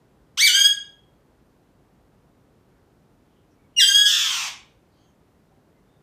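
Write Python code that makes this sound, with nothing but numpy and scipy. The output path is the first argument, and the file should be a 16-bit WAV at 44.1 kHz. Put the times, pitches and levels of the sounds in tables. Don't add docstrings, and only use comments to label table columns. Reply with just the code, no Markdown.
import sys
import numpy as np
from scipy import signal
from scipy.fft import rfft, irfft, next_fast_len
from scipy.io import wavfile
from scipy.ndimage import uniform_filter1d

SR = 44100
rng = np.random.default_rng(int(sys.argv[2]) if len(sys.argv) > 2 else 0)


def field_ratio(decibels):
    return 10 ** (np.asarray(decibels, dtype=float) / 20)


def to_wav(sig):
    pcm = np.clip(np.atleast_2d(sig), -1, 1) * 32767
    pcm = np.round(pcm).astype(np.int16)
    wavfile.write(sys.argv[1], SR, pcm.T)


N = 265878


def at_hz(points, hz):
    point_hz, value = np.transpose(points)
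    return np.interp(np.log(np.maximum(hz, 1)), np.log(point_hz), value)


def rms_one(x):
    return x / np.sqrt(np.mean(x ** 2) + 1e-20)


def wander(size, rate_hz):
    r = np.exp(-2 * np.pi * rate_hz / SR)
    drift = signal.lfilter([1], [1, -2 * r, r * r], rng.standard_normal(size + 2000))
    return rms_one(drift[2000:])


def coloured(x, spectrum):
    size = next_fast_len(len(x))
    hz = np.arange(size // 2 + 1) * SR / size
    return irfft(rfft(x, size) * field_ratio(at_hz(spectrum, hz)), size)[:len(x)]


def parakeet():
    # (time [s], pitch [Hz], effort [dB])
    whistle_path = [
        (.372, 907, -20.5),
        (.382, 1375, -21),
        (.417, 2142, -13),
        (.432, 2300, -12),
        (.452, 2318, -11.5),
        (.482, 1528, -14),
        (.51, 1432, -17),
        (.56, 1608, -13),
        (.678, 1651, -15.5),
    ]
    peep_path = [
        (3.762, 2880, -29),
        (3.787, 2850, -10.5),
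        (3.796, 2760, -17),
    ]
    screech_path = [
        (3.794, 2120, -12.5),
        (3.81, 1730, -12),
        (3.826, 1584, -11.5),
        (3.865, 1583, -16),
        (3.99, 1664, -16),
        (4.07, 1654, -18),
        (4.19, 1564, -20.5),
        (4.4, 1154, -27),
        (4.492, 891, -32),
    ]
    never = N / SR
    whistle = gesture(whistle_path, settle_s=0.45, break_s=never, notch_hz=6980, flutter_hz=395,
                      tire_hz_per_s=0, widen_hz_per_s=0, tilt_db=-3.0, haze=.012)
    peep = gesture(peep_path, settle_s=never, break_s=never, notch_hz=7200, flutter_hz=384,
                   tire_hz_per_s=0, widen_hz_per_s=0, tilt_db=-8, haze=.14)
    screech = gesture(screech_path, settle_s=3.862, break_s=4.04, notch_hz=6470, flutter_hz=435.2,
                      tire_hz_per_s=260, widen_hz_per_s=150, tilt_db=-2.37, haze=.005)
    return (note(whistle, rise_s=.004)
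            + note(peep, rise_s=.007, fall_s=.004)
            + note(screech, inertia_s=.005, rise_s=0.001))


def gesture(rows, settle_s, break_s, notch_hz, flutter_hz, tire_hz_per_s, widen_hz_per_s, tilt_db, haze):
    # (time [s], change [dB], half width [s])
    catches = [
        (.522, -6.5, .02),
        (.572, 1, .015),
        (0.631, -3, 0.01),
        (.652, 5, .012),
        (3.89, 3, .015),
        (3.94, -12, 0.006),
        (3.954, 6, 0.0073),
        (4.042, -7, 0.014),
        (4.06, 5.5, .012),
    ]
    s, hz, effort_db = np.transpose(rows)
    t = np.linspace(s[0], s[-1], num=400)
    hz, effort_db = np.interp(t, s, hz), np.interp(t, s, effort_db)
    for at, db, width in catches:
        effort_db = effort_db + db * np.exp(-((t - at) / width) ** 2)

    glide = uniform_filter1d(np.abs(np.gradient(np.log(hz), t)), size=12, mode="nearest")
    glide = np.minimum(glide, 19)
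    warm = np.clip((t - s[0]) / .04, 0, 1)

    settled_notch_hz, loose_swing_hz, settled_swing_hz = 5450, 10, 34
    settled = np.clip((t - settle_s) / .025, 0, 1)
    widening_hz = settled_swing_hz - loose_swing_hz + widen_hz_per_s * (t - settle_s)
    swing_hz = loose_swing_hz + settled * widening_hz

    chaos_jump, chaos_per_s, swing_hz_per_chaos, swing_share = 0.11, 0.88, 880, .24
    since_break = t - break_s
    broken = np.clip(since_break / .06, 0, 1)
    strain = broken * (chaos_jump + chaos_per_s * since_break)
    swing_hz = np.minimum(swing_hz + swing_hz_per_chaos * strain, swing_share * hz)

    gape_s, close_s, broken_notch_hz, closed_notch_hz = .23, .06, 8860, 3350
    closing = np.clip((since_break - gape_s) / close_s, 0, 1)
    gape_hz = broken_notch_hz + closing * (closed_notch_hz - broken_notch_hz)
    beak_hz = notch_hz + settled * (settled_notch_hz - notch_hz) + broken * (gape_hz - settled_notch_hz)

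    break_tilt_db, dulling_db_per_s = 2.03, 9
    tilt = tilt_db + 0.25 * glide * warm + broken * (break_tilt_db - dulling_db_per_s * since_break)
    chaos = haze + .036 * settled + .007 * glide + strain
    tiring_flutter_hz = flutter_hz - tire_hz_per_s * (t - s[0])
    return np.transpose([t, hz, effort_db, tiring_flutter_hz, swing_hz, tilt, beak_hz, chaos])


def note(rows, inertia_s=.008, rise_s=0.001, fall_s=0.0041):
    # (frequency [Hz], level [dB])
    throat = [(560, -28.5), (780, -17), (1600, -15.5), (2300, -8.5), (2850, -3.5), (3300, 0.5), (3700, 0.5),
              (4150, -9), (4650, -6.5), (6200, -3.5), (7200, -10), (8300, -12.5), (10500, -20),
              (15000, -13.5)]
    s, *columns = np.transpose(rows)
    t = np.arange(s[0], s[-1], 1 / SR)
    hz, effort_db, flutter_hz, swing_hz, tilt_db, notch_hz, chaos = [np.interp(t, s, c) for c in columns]
    hz = uniform_filter1d(hz, max(int(inertia_s * SR), 1), mode="nearest")
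    chaos = np.clip(chaos, 0, 1)

    flutter = 2 * np.pi * np.cumsum(flutter_hz * (1 + 0.12 * chaos * wander(len(t), 60))) / SR
    halved = np.clip((chaos - .04) / .08, 0, 1)
    slow_flutter = np.sin(flutter / 2) + .15 * np.cos(flutter)
    shake = (1 - halved) * np.sin(flutter) + halved * slow_flutter
    uneven_swing_hz = swing_hz * shake * (1 + .2 * chaos * wander(len(t), 80))
    jitter_hz = (1.5 + 90 * chaos) * wander(len(t), 500)
    hz = hz + uneven_swing_hz + jitter_hz

    phase = 2 * np.pi * np.cumsum(hz) / SR
    k = np.arange(1, 21)[:, None]
    audible = np.clip((17500 - k * hz) / 1000, 0, 1)
    notch = 1 - .9 * np.exp(-((k * hz - notch_hz) / 400) ** 2)
    tone = np.sum(audible * notch * field_ratio(tilt_db * np.log2(k)) * np.sin(k * phase), axis=0)
    throb = 1 - (1 - halved) * swing_hz / 1300 * shake
    breath = field_ratio(-37.5 + 32 * chaos) * (1 + np.cos(phase)) * rng.standard_normal(len(t))
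    voice = coloured(tone * throb + signal.lfilter([1, -.9], [1], breath), throat)

    voice = voice / np.sqrt(uniform_filter1d(voice ** 2, size=1200, mode="nearest") + 1e-9)
    edges = np.clip(np.minimum((t - t[0]) / rise_s, (t[-1] - t) / fall_s), 0, 1)
    out, start = np.zeros(N), round(s[0] * SR)
    out[start:start + len(t)] = voice * edges * field_ratio(effort_db)
    return out


def room(x, gap_s=0.0033, build_s=0.0029):
    # (frequency [Hz], decay time [s])
    decay_times = [(600, 0.44), (1600, 0.42), (2400, 0.44), (3300, 0.44), (4900, 0.33), (6400, .35),
                   (9000, .31), (14000, 0.17)]
    t = np.arange(40000) / SR
    white = rfft(rng.standard_normal(len(t)))
    octave = np.log2(np.arange(20001) * SR / 40000 + 1)
    echo = np.zeros(len(t))
    for centre in np.arange(8.5, 14.6, .25):
        band = irfft(white * np.clip(1 - 4 * np.abs(octave - centre), 0, 1), len(t))
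        echo += band * field_ratio(-60 * t / at_hz(decay_times, 2 ** centre))
    echo = echo * np.clip((t - gap_s) / build_s, 0, 1)
    return signal.fftconvolve(x, echo / np.sqrt(np.sum(echo ** 2)))[:N]


def far_birds():
    # (time [s], length [s], pitch [Hz], width [Hz], level [dB])
    distant_calls = [(4.92, .24, 3150, 300, -74), (4.95, .21, 6400, 400, -77), (4.88, .22, 4450, 900, -75),
                     (5.72, .1, 2050, 40, -79), (5.43, .2, 770, 30, -72), (5.85, .18, 3600, 200, -79),
                     (3.25, .25, 3100, 500, -79), (3.55, .15, 2250, 120, -77), (2.7, .12, 1600, 700, -74),
                     (3.735, .03, 2900, 300, -70), (3.5, .06, 5700, 700, -78)]
    out = np.zeros(N)
    for s, length, hz, width_hz, level_db in distant_calls:
        start = round(s * SR)
        size = min(round(length * SR), N - start)
        edges = [hz - width_hz / 2, hz + width_hz / 2]
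        resonance = signal.butter(2, edges, "band", fs=SR, output="sos")
        call = rms_one(signal.sosfilt(resonance, rng.standard_normal(12000)))
        out[start:start + size] += field_ratio(level_db) * call[-size:] * np.sqrt(np.hanning(size))
    return out


def hush():
    # (frequency [Hz], level [dB per Hz])
    room_tone = [(15, -37.5), (25, -8), (53, -3.5), (86, -2.5), (137, 0), (235, -4), (276, -2.5), (316, -5),
                 (414, -6.5), (500, -9.5), (769, -13.5), (834, -14), (1590, -21.5), (2330, -27),
                 (15800, -41.5)]
    steady = field_ratio(-59.5) * rms_one(coloured(rng.standard_normal(N), room_tone))
    hiss = field_ratio(-85.5) * signal.lfilter([1, -1], [1], rng.standard_normal(N))

    rumble_db, fade_db_per_s, swell_db = -67.5, 1, 2
    rumble_band = signal.butter(2, [36, 58], "band", fs=SR, output="sos")
    rumble = rms_one(signal.sosfilt(rumble_band, rng.standard_normal(N)))
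    traffic_db = rumble_db - fade_db_per_s * np.arange(N) / SR + swell_db * wander(N, 8)
    return steady + hiss + field_ratio(traffic_db) * rumble


def scene():
    # (frequency [Hz], level [dB])
    facing = [(5000, -1.5), (8500, -0.5), (10500, -11), (16000, -9.5)]
    bird = field_ratio(-0.5) * parakeet()
    direct = coloured(bird, facing)
    reflections = field_ratio(-4.5) * room(bird)
    return (direct + reflections + far_birds() + hush())[None]


def low_pass(x):
    return signal.sosfilt(signal.butter(12, 15940, fs=SR, output="sos"), x)


def record(dry):
    cutoff_hz, bass_cut_hz = 16300, 39
    cut = signal.sosfilt(signal.cheby2(12, 70, cutoff_hz, fs=SR, output="sos"), dry)
    cut = signal.sosfilt(signal.butter(6, bass_cut_hz, "high", fs=SR, output="sos"), cut)
    return low_pass(cut)


dry = scene()
out = record(dry)
to_wav(out)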